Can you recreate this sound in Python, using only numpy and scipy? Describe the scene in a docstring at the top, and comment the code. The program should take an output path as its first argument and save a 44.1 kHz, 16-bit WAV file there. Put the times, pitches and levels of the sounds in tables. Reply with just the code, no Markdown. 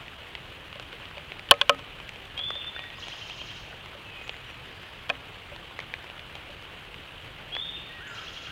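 """Woodland in steady rain, heard by a microphone in a plastic housing strapped to a tree.
Drops are impulses and noise bursts filtered to leaf pitches, over a wash of shaped noise.
Big drips excite the damped modes of the housing, and the strongest overload the input.
Birds are frequency-modulated sines: a near whistler, a trill, far notes and rising chips.
Random decaying taps add echoes among the trunks; a faint far buzz is throbbing band noise."""
import sys
import numpy as np
from scipy import signal
from scipy.fft import rfft, irfft
from scipy.io import wavfile
from scipy.ndimage import uniform_filter1d

SR = 44100
rng = np.random.default_rng(int(sys.argv[2]) if len(sys.argv) > 2 else 0)


def bounce(signal):
    """Save signal as a 16-bit WAV file at the path given by the first command-line argument."""
    frames = np.transpose(np.atleast_2d(signal))
    limited = np.clip(frames, -1, 1)
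    pcm = np.round(limited * 32767).astype(np.int16)
    wavfile.write(sys.argv[1], SR, pcm)


N = 375291  # length [samples]


def gain_of(db):
    """Logarithmic level: converts decibels to an amplitude ratio."""
    return 10 ** (np.asarray(db) / 20)


def evened(x):
    """Power normalisation: scales a signal to rms 1."""
    return x / np.sqrt(np.mean(x ** 2) + 1e-20)


def read(points, hz):
    """Interpolation on a log-frequency axis of a table of (frequency, value)."""
    point_hz, value = np.transpose(points)
    return np.interp(np.log(hz + 1), np.log(point_hz + 1), value)


def add(mix, s, sound):
    """Superposition: adds a sound to the mix at s seconds, cut at the end of the mix."""
    part = mix[round(s * SR):][:len(sound)]
    part += sound[:len(part)]


def band(x, lo_hz, hi_hz):
    """Causal Butterworth band-pass along the last axis."""
    sos = signal.butter(2, [lo_hz, hi_hz], "bandpass", fs=SR, output="sos")
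    return signal.sosfilt(sos, x)


def drop(hz, splash_db, thud_db, t60, noise):
    """Impulse excitation: a tick and decaying spatter drive a leaf ring, a bright splash and a dull thud."""
    leaf_dull_hz, ring_octaves = 4200, 0.49  # low-pass of ring and thud; reach of the ring below hz
    t = np.arange(len(noise)) / SR
    hit = 0.13 * noise * gain_of(-60 * t / max(t60, .003))
    hit[0] = 1  # the tick
    dull = signal.lfilter(*signal.butter(2, leaf_dull_hz, fs=SR), hit)
    ring = band(dull, hz / 2 ** ring_octaves, hz * 1.11)
    splash = band(hit, 3500, 7500)
    thud = band(dull, 408, 1950)
    leaf = ring / abs(ring).max()
    return leaf + gain_of(splash_db) * evened(splash) + gain_of(thud_db) * evened(thud)


def near_drops():
    """Discrete impacts: the loudest single drops, on near leaves."""
    # Drops on near leaves: (time [s], ring peak level [dB], ring pitch [Hz],
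    # treble splash level [dB rms], low thud level [dB rms])
    drops = [(0.0814, -27, 2720, -70, -63), (0.3519, -20.5, 2620, -60, -47),
             (0.7286, -27, 2840, -65, -45.5), (0.7977, -27, 3040, -58, -42.5),
             (0.9291, -37, 2900, -66, -46), (1.055, -28, 3000, -73, -52), (1.1124, -45, 2330, -74, -47.5),
             (1.1808, -27, 2630, -73, -47), (1.3198, -20.5, 2740, -71, -45), (1.3946, -25, 2630, -61, -52),
             (1.54, -26, 2280, -59, -42), (1.7472, -51, 2180, -62, -47.5), (2.0012, -29, 2700, -68, -46),
             (2.0921, -23, 2760, -55.5, -53), (2.159, -29, 2900, -65, -52), (2.2548, -38, 2770, -66, -57),
             (2.3777, -22, 3230, -59, -49), (2.4864, -50, 3300, -63, -51), (2.5052, -39, 3200, -57, -35.5),
             (2.6458, -43, 3240, -71, -48), (2.7637, -27, 1850, -73, -45), (2.7925, -23, 2740, -75, -44),
             (2.8398, -30, 1890, -72, -53), (2.9026, -29, 3000, -68, -60), (3.0834, -24, 3000, -55, -45.5),
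             (3.2984, -24.5, 3100, -60, -46.5), (3.416, -24, 2900, -69, -46),
             (3.8598, -31, 2500, -65, -48.5), (4.2138, -35, 2520, -73, -48), (4.279, -36, 2410, -58, -50),
             (4.2941, -16.5, 3080, -67, -41), (4.342, -32, 1930, -72, -49), (4.3657, -32, 2780, -68, -53),
             (4.5032, -31, 2740, -75, -52), (4.832, -44, 3090, -67, -48.5), (5.346, -35, 2950, -68, -53),
             (5.5623, -32, 3030, -63, -45.5), (5.7909, -24, 2240, -59, -37), (5.8025, -26, 2830, -58, -52),
             (5.9391, -17.5, 2280, -72, -41.5), (5.9908, -34, 2910, -72, -52),
             (6.0427, -45, 3070, -67, -46.5), (6.1, -27, 2760, -68, -46), (6.194, -29, 2910, -70, -58),
             (6.3538, -25.5, 2900, -58, -47), (6.6249, -34, 2540, -64, -49), (6.9432, -28, 2400, -70, -48),
             (7.5517, -19.5, 3120, -70, -44), (7.5661, -24, 2130, -67, -38)]
    out = np.zeros(N)
    noise = rng.standard_normal((len(drops), 800))
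    for (s, db, hz, splash_db, thud_db), row in zip(drops, noise):
        sound = drop(hz, splash_db - db, thud_db - db, t60=0.013, noise=row)
        add(out, s, gain_of(db) * sound)
    return out


def patter(per_s, db, spread_db, count=24):
    """Random arrivals: small drops, a few of them large, each convolved with one of count leaf sounds."""
    arrives = rng.random(N) < per_s / SR
    size = gain_of(db + spread_db * np.minimum(rng.exponential(1, N), 4)) * arrives
    leaf = rng.integers(0, count, N)
    high_hz, low_hz = rng.uniform(2550, 3100, count), rng.uniform(705, 1900, count)
    pitch = np.where(rng.random(count) < .8, high_hz, low_hz)
    out = np.zeros(N)
    for k, hz in enumerate(pitch):
        tap = drop(hz, splash_db=-71, thud_db=-16.0, t60=0.025, noise=rng.standard_normal(800))
        out += signal.oaconvolve(size * (leaf == k), tap)[:N]
    return out


def housing():
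    """Modal synthesis: each contact is a short splat that rings the housing; a big drip makes several."""
    # Contacts of drips on the housing: (time [s], knock peak level [dB],
    # spectral tilt about 2 kHz [dB per octave], best-struck mode [Hz], its lift [dB],
    # initial spray level relative to the knock peak [dB rms])
    contacts = [(0.757, -32, 2, 575, 16.5, -35), (0.933, -37, -3.5, 474, 22, -35),
                (1, -36, -4, 1265, 15, -35), (1.171, -32, 1.5, 575, 23, -35), (1.489, -26, 0, 2000, 6, -25),
                (1.5104, 12, 2, 3200, 11.5, -35), (1.513, 5.5, -2, 1088, 6.5, -35),
                (1.5155, -4.5, 12, 1790, 4, -25), (1.6134, -6, 0, 3200, 14, -18.5),
                (1.6154, -8, 5.5, 2340, 4, -42), (1.6945, 2, -3, 2670, 9, -17),
                (1.6962, -5.5, -2, 1265, 20, -29), (1.792, -31.5, -4, 1010, 12, -14),
                (2.392, -19.5, 1, 1265, 13.5, -30), (2.554, -26.5, -2.5, 575, 2, -35),
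                (2.984, -32.5, -4.5, 1088, 9, -35), (3.069, -33, -1, 575, 12, -37),
                (3.95, -35, -0.5, 575, 20, -35), (5.0934, -19.5, -5, 3200, 12, -15.5),
                (5.0994, -11, -4.5, 752, 19, -21), (5.1002, -17.5, -6.5, 2500, 26, -39),
                (5.519, -38, -6, 575, 17, -35), (6.494, -39, -7, 575, 7, -41)]
    # Damped modes of the housing: (frequency [Hz], relative level [dB], decay time t60 [s])
    modes = [(270.4, -31, 0.5), (474, -16, 0.134), (575, -2.5, 0.098), (698, -3, 0.045), (770, -18, 0.092),
             (807, -14, 0.046), (1310, 5.5, 0.0187), (3900, -32, .015), (1088, 5.5, 0.036),
             (1265, -14, 0.13), (1530, 12.5, 0.013), (1670, -3, 0.043), (1790, 4, 0.037), (2340, -4, 0.036),
             (2500, 6.5, 0.024), (2700, 0.5, 0.0083), (2790, 9, 0.015), (3027, -23, 0.0098),
             (3200, 14.5, 0.011), (3580, -12, 0.036), (4290, 2, 0.018), (3000, 16.5, 0.016),
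             (1900, -12, 0.026)]
    splat_s = 0.0017  # decay constant of the splat
    thump_db, thump_s = -26, 0.00086  # scale of a pulse shape that peaks near 0.46; its time constant
    out, t = np.zeros(N), np.arange(SR // 4) / SR
    noise = rng.standard_normal((len(contacts), 600))
    for (s, db, tilt, struck_hz, lift_db, spray_db), row in zip(contacts, noise):
        ring = np.zeros(len(t))
        for k, (hz, level_db, t60) in enumerate(modes):
            # the spot struck favours some modes
            near_db = lift_db * np.exp(-(np.log2(hz / struck_hz) / 0.094) ** 2)
            sign = (-1) ** k if hz < 2100 else 1  # low modes alternate in sign along the table
            height = sign * gain_of(level_db + near_db + tilt * np.log2(hz / 2000))
            ring += height * gain_of(-60 * t / t60) * np.sin(2 * np.pi * hz * t)
        splat = 1.1 * row * np.exp(-t[:600] / splat_s) / np.sqrt(splat_s * SR)
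        splat[0] = 1  # the splat opens with one sharp tick
        soft_ring = ring * (1 - np.exp(-t / 0.00028))  # water lands softly
        knock = signal.oaconvolve(soft_ring, splat)
        spray = evened(band(row, 2400, 5600)) * gain_of(spray_db - 60 * t[:600] / 0.016)
        # the whole housing is pushed back
        thump = (t / thump_s) * (2 - t / thump_s) * np.exp(-t / thump_s)
        add(out, s, gain_of(db) * knock / abs(knock).max())
        add(out, s, gain_of(db) * spray)
        add(out, s, gain_of(db + thump_db) * thump)
    return out


def whistle(rows, edge):
    """Frequency modulation: a sine follows rows of (time [s], pitch [Hz], level [dB rms])."""
    s, hz, db = np.transpose(rows)
    t = np.arange(s[0], s[-1], 1 / SR)
    tone = np.sin(2 * np.pi * np.cumsum(np.interp(t, s, hz)) / SR)
    envelope = np.sqrt(2) * gain_of(np.interp(t, s, db))
    return s[0], envelope * tone * signal.windows.tukey(len(t), edge)


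def near_bird():
    """Pitch glides: whistles scoop up, slide to a held pitch and fade a little; two quick flicks fall."""
    # Whistles: (start [s], length [s], level [dB rms], first pitch [Hz], held pitch [Hz],
    # slide time [s], change of level by the end [dB])
    whistles = [(2.364, .135, -33, 3270, 3520, .09, -9), (2.503, .25, -38, 3300, 3570, .03, -8),
                (7.514, .255, -35, 3300, 3670, .14, -7)]
    # Falling flicks: (start [s], level at the start [dB rms])
    flicks = [(2.613, -43), (7.76, -44)]
    scoop_hz, scoop_s, rise_s = 390, 0.0056, 0.016  # depth and time constant of the scoop; onset
    sag_hz_per_s, vibrato_hz, vibrato_per_s = 180, 14, 23  # the held pitch sinks and wavers
    flick_from_hz, flick_to_hz, flick_s, flick_swell_db = 3500, 2500, 0.0109, 6
    out = np.zeros(N)
    for s, length, db, first_hz, held_hz, slide_s, fade_db in whistles:
        t = np.arange(0, length, .002)
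        slide = np.sin(np.pi / 2 * np.minimum(t / slide_s, 1)) ** 2
        hz = first_hz + (held_hz - first_hz) * slide - scoop_hz * np.exp(-t / scoop_s)
        hz += vibrato_hz * np.sin(2 * np.pi * (vibrato_per_s * t + rng.random()))
        hz -= sag_hz_per_s * t
        level_db = db + fade_db * t / length + 20 * np.log10(np.clip(t / rise_s, .1, 1))
        add(out, *whistle(np.transpose([s + t, hz, level_db]), edge=0.027))
    for s, db in flicks:
        flick = [(s, flick_from_hz, db), (s + flick_s, flick_to_hz, db + flick_swell_db)]
        add(out, *whistle(flick, edge=0.19))
    return out


def trill(strokes):
    """Periodic repetition of a syllable: a short high note, a fast fall, a low upstroke."""
    # Three strokes of a syllable, each a list of
    # (time from syllable start [s], mean pitch [Hz], level relative to the effort [dB])
    syllable = [
        [(-.028, 4880, -1), (-.015, 5050, -17), (0, 5200, -12)],
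        [(0, 7300, -14), (.013, 6300, -2.5), (.021, 5200, 1), (.025, 3900, 10.5), (.032, 2980, -7)],
        [(.038, 2394, 0), (.045, 2782, 11), (.052, 3200, 10), (.06, 3290, 13)],
    ]
    # Trills: (first syllable [s], effort [dB], syllables [count], of them with an upstroke [count])
    trills = [(2.982, -54, 7, 6), (8.134, -55, 4, 4)]
    syllable_s = .0935  # spacing of syllables
    tiring_db, upstroke_db = -0.47, 4  # change per syllable, lift of the upstroke
    out = np.zeros(N)
    for first, effort_db, syllables, closed in trills:
        for n in range(round(syllables)):
            for k in strokes:
                waver = [1, rng.normal(1, 0.015), 1]  # no two strokes have quite the same pitch
                start, tone = whistle(np.array(syllable[k]) * waver, edge=0.12)
                level_db = effort_db + n * tiring_db + upstroke_db * (k == 2)
                if k < 2 or n < round(closed):
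                    add(out, first + n * syllable_s + start, gain_of(level_db) * tone)
    return out


def far_birds():
    """Slow frequency modulation: faint even notes slide through three pitches."""
    # Far notes: (start [s], length [s], level [dB rms], pitch at start, middle and end [Hz])
    notes = [(2.759, 0.12, -48, 1845, 1897, 1900), (4.05, 0.19, -50, 2660, 2520, 2500),
             (4.46, .07, -70, 5890, 5780, 5640), (7.89, .13, -50.5, 1860, 1918, 1800),
             (8.0, 0.086, -47.5, 1345, 1693, 1700), (8.064, 0.0806, -48, 1592, 1420, 1339),
             (8.16, 0.049, -50, 1358, 1335, 1220), (8.478, 0.037, -49, 1370, 1520, 1660)]
    out = np.zeros(N)
    for s, length, db, *pitches in notes:
        rows = [(s + k * length / 2, hz, db) for k, hz in enumerate(pitches)]
        add(out, *whistle(rows, edge=0.14))
    return out


def chips():
    """Rapid upward chirps: thin steep rises, loudest a third of the way, mostly heard as echoes."""
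    # Chips: (start [s], length [s], loudest level [dB rms], end pitch [Hz])
    chirps = [(4.228, .035, -61, 7860), (8.068, .029, -56, 8000)]
    from_hz, ends_db = 5600, -12  # start pitch; level at both ends relative to the loudest
    out = np.zeros(N)
    for s, length, db, end_hz in chirps:
        rows = [(s, from_hz, db + ends_db),
                (s + length / 3, (from_hz + end_hz) / 2, db),
                (s + length, end_hz, db + ends_db)]
        add(out, *whistle(rows, edge=0.04))
    return out


def woods(x, wet_db):
    """Multiple scattering by trunks: taps of random sign, decaying at a rate that depends on frequency."""
    # Echoes last longest up to 1 kHz, shortest near 3.5 kHz, a little longer at 7 kHz:
    # (frequency [Hz], decay time t60 [s])
    decay = [(1000, 3.2), (3500, 0.65), (7000, 0.91)]
    taps = np.zeros(SR)
    at = np.arange(300, SR - 20, 20) + rng.integers(0, 20, (SR - 301) // 20)
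    taps[at] = rng.choice([-1., 1.], len(at))
    hz, t, z = signal.stft(taps, SR, nperseg=256)
    fading = gain_of(-60 * t / read(decay, hz)[:, None])
    tail = signal.istft(z * fading, SR, nperseg=256)[1]
    echoes = signal.fftconvolve(x, tail / np.linalg.norm(tail))[:N]
    return x + gain_of(wet_db) * echoes


def buzz():
    """Amplitude modulation: a distant insect or bird, blurred to a band of throbbing hiss."""
    # Start, loudest moment and end of the buzz: (time [s])
    times = (4.55, 4.85, 5.05)
    lo_hz, hi_hz, loudest_db, ends_db = 4260, 5200, -64, -73
    t = np.arange(N) / SR
    hiss = band(band(rng.standard_normal(N), lo_hz, hi_hz), lo_hz, hi_hz)
    throb = 1 + 0.21 * np.sin(2 * np.pi * 24 * t)
    level_db = np.interp(t, times, [ends_db, loudest_db, ends_db], left=-120, right=-120)
    return evened(hiss) * throb * gain_of(level_db)


def wash(patchy_db, flicker_db):
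    """Noise by random short-time spectra: countless far drops, with drifting patches and shared flicker."""
    # Rain wash and microphone hiss: (frequency [Hz], relative spectral level [dB per Hz])
    spectrum = [(15, -48), (25, 0.5), (102, 1), (137, -0.5), (223, -9), (463, -7), (677, -8.5), (840, -9),
                (2110, -8.5), (2990, -4.5), (5280, -29.5), (8830, -34), (14400, -37.5), (16000, -37)]
    frames, hz = N // 128 + 5, np.fft.rfftfreq(512, 1 / SR)
    a, b, patches = rng.standard_normal((frames, 257, 3)).T
    patches = uniform_filter1d(patches, size=6, axis=0)  # across frequency
    patches = evened(uniform_filter1d(patches, size=12, axis=1))  # across time
    # all bins flicker together, less below 2 kHz
    flicker = rng.standard_normal(frames) * np.clip(hz / 2000, 0, 1)[:, None]
    z = (a + 1j * b) * gain_of(patchy_db * patches + flicker_db * flicker)
    noise = signal.istft(z, nperseg=512, noverlap=384)[1][:N]
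    colour = gain_of(read(spectrum, np.fft.rfftfreq(N, 1 / SR)))
    noise = irfft(rfft(noise) * colour, N)
    return evened(noise) * gain_of(-44.5)  # rms level


def scene():
    """Linear superposition of rain, drips and birds at one microphone."""
    rain = wash(patchy_db=1.12, flicker_db=1.63)
    rain += patter(per_s=250, db=-57.0, spread_db=4.5)
    rain += near_drops()
    birds = woods(near_bird(), wet_db=3.2) + buzz()
    birds += woods(far_birds(), wet_db=-3)
    birds += woods(chips(), wet_db=3)
    # leaves scatter the high strokes more than the low one
    birds += woods(trill(strokes=(0, 1)), wet_db=6.5)
    birds += woods(trill(strokes=(2,)), wet_db=1.5)
    return (rain + housing() + birds)[None]


def record(dry):
    """Hard clipping: the input overloads on the loudest drips; a linear-phase low-pass limits the band."""
    overload, edge_hz = .73, 15900  # clipping amplitude; band edge
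    clipped = np.clip(dry, -overload, overload)
    low_pass = signal.firwin(511, edge_hz, window=("kaiser", 9), fs=SR)
    return signal.oaconvolve(clipped, low_pass[None], "same")


dry = scene()
out = record(dry)
bounce(out)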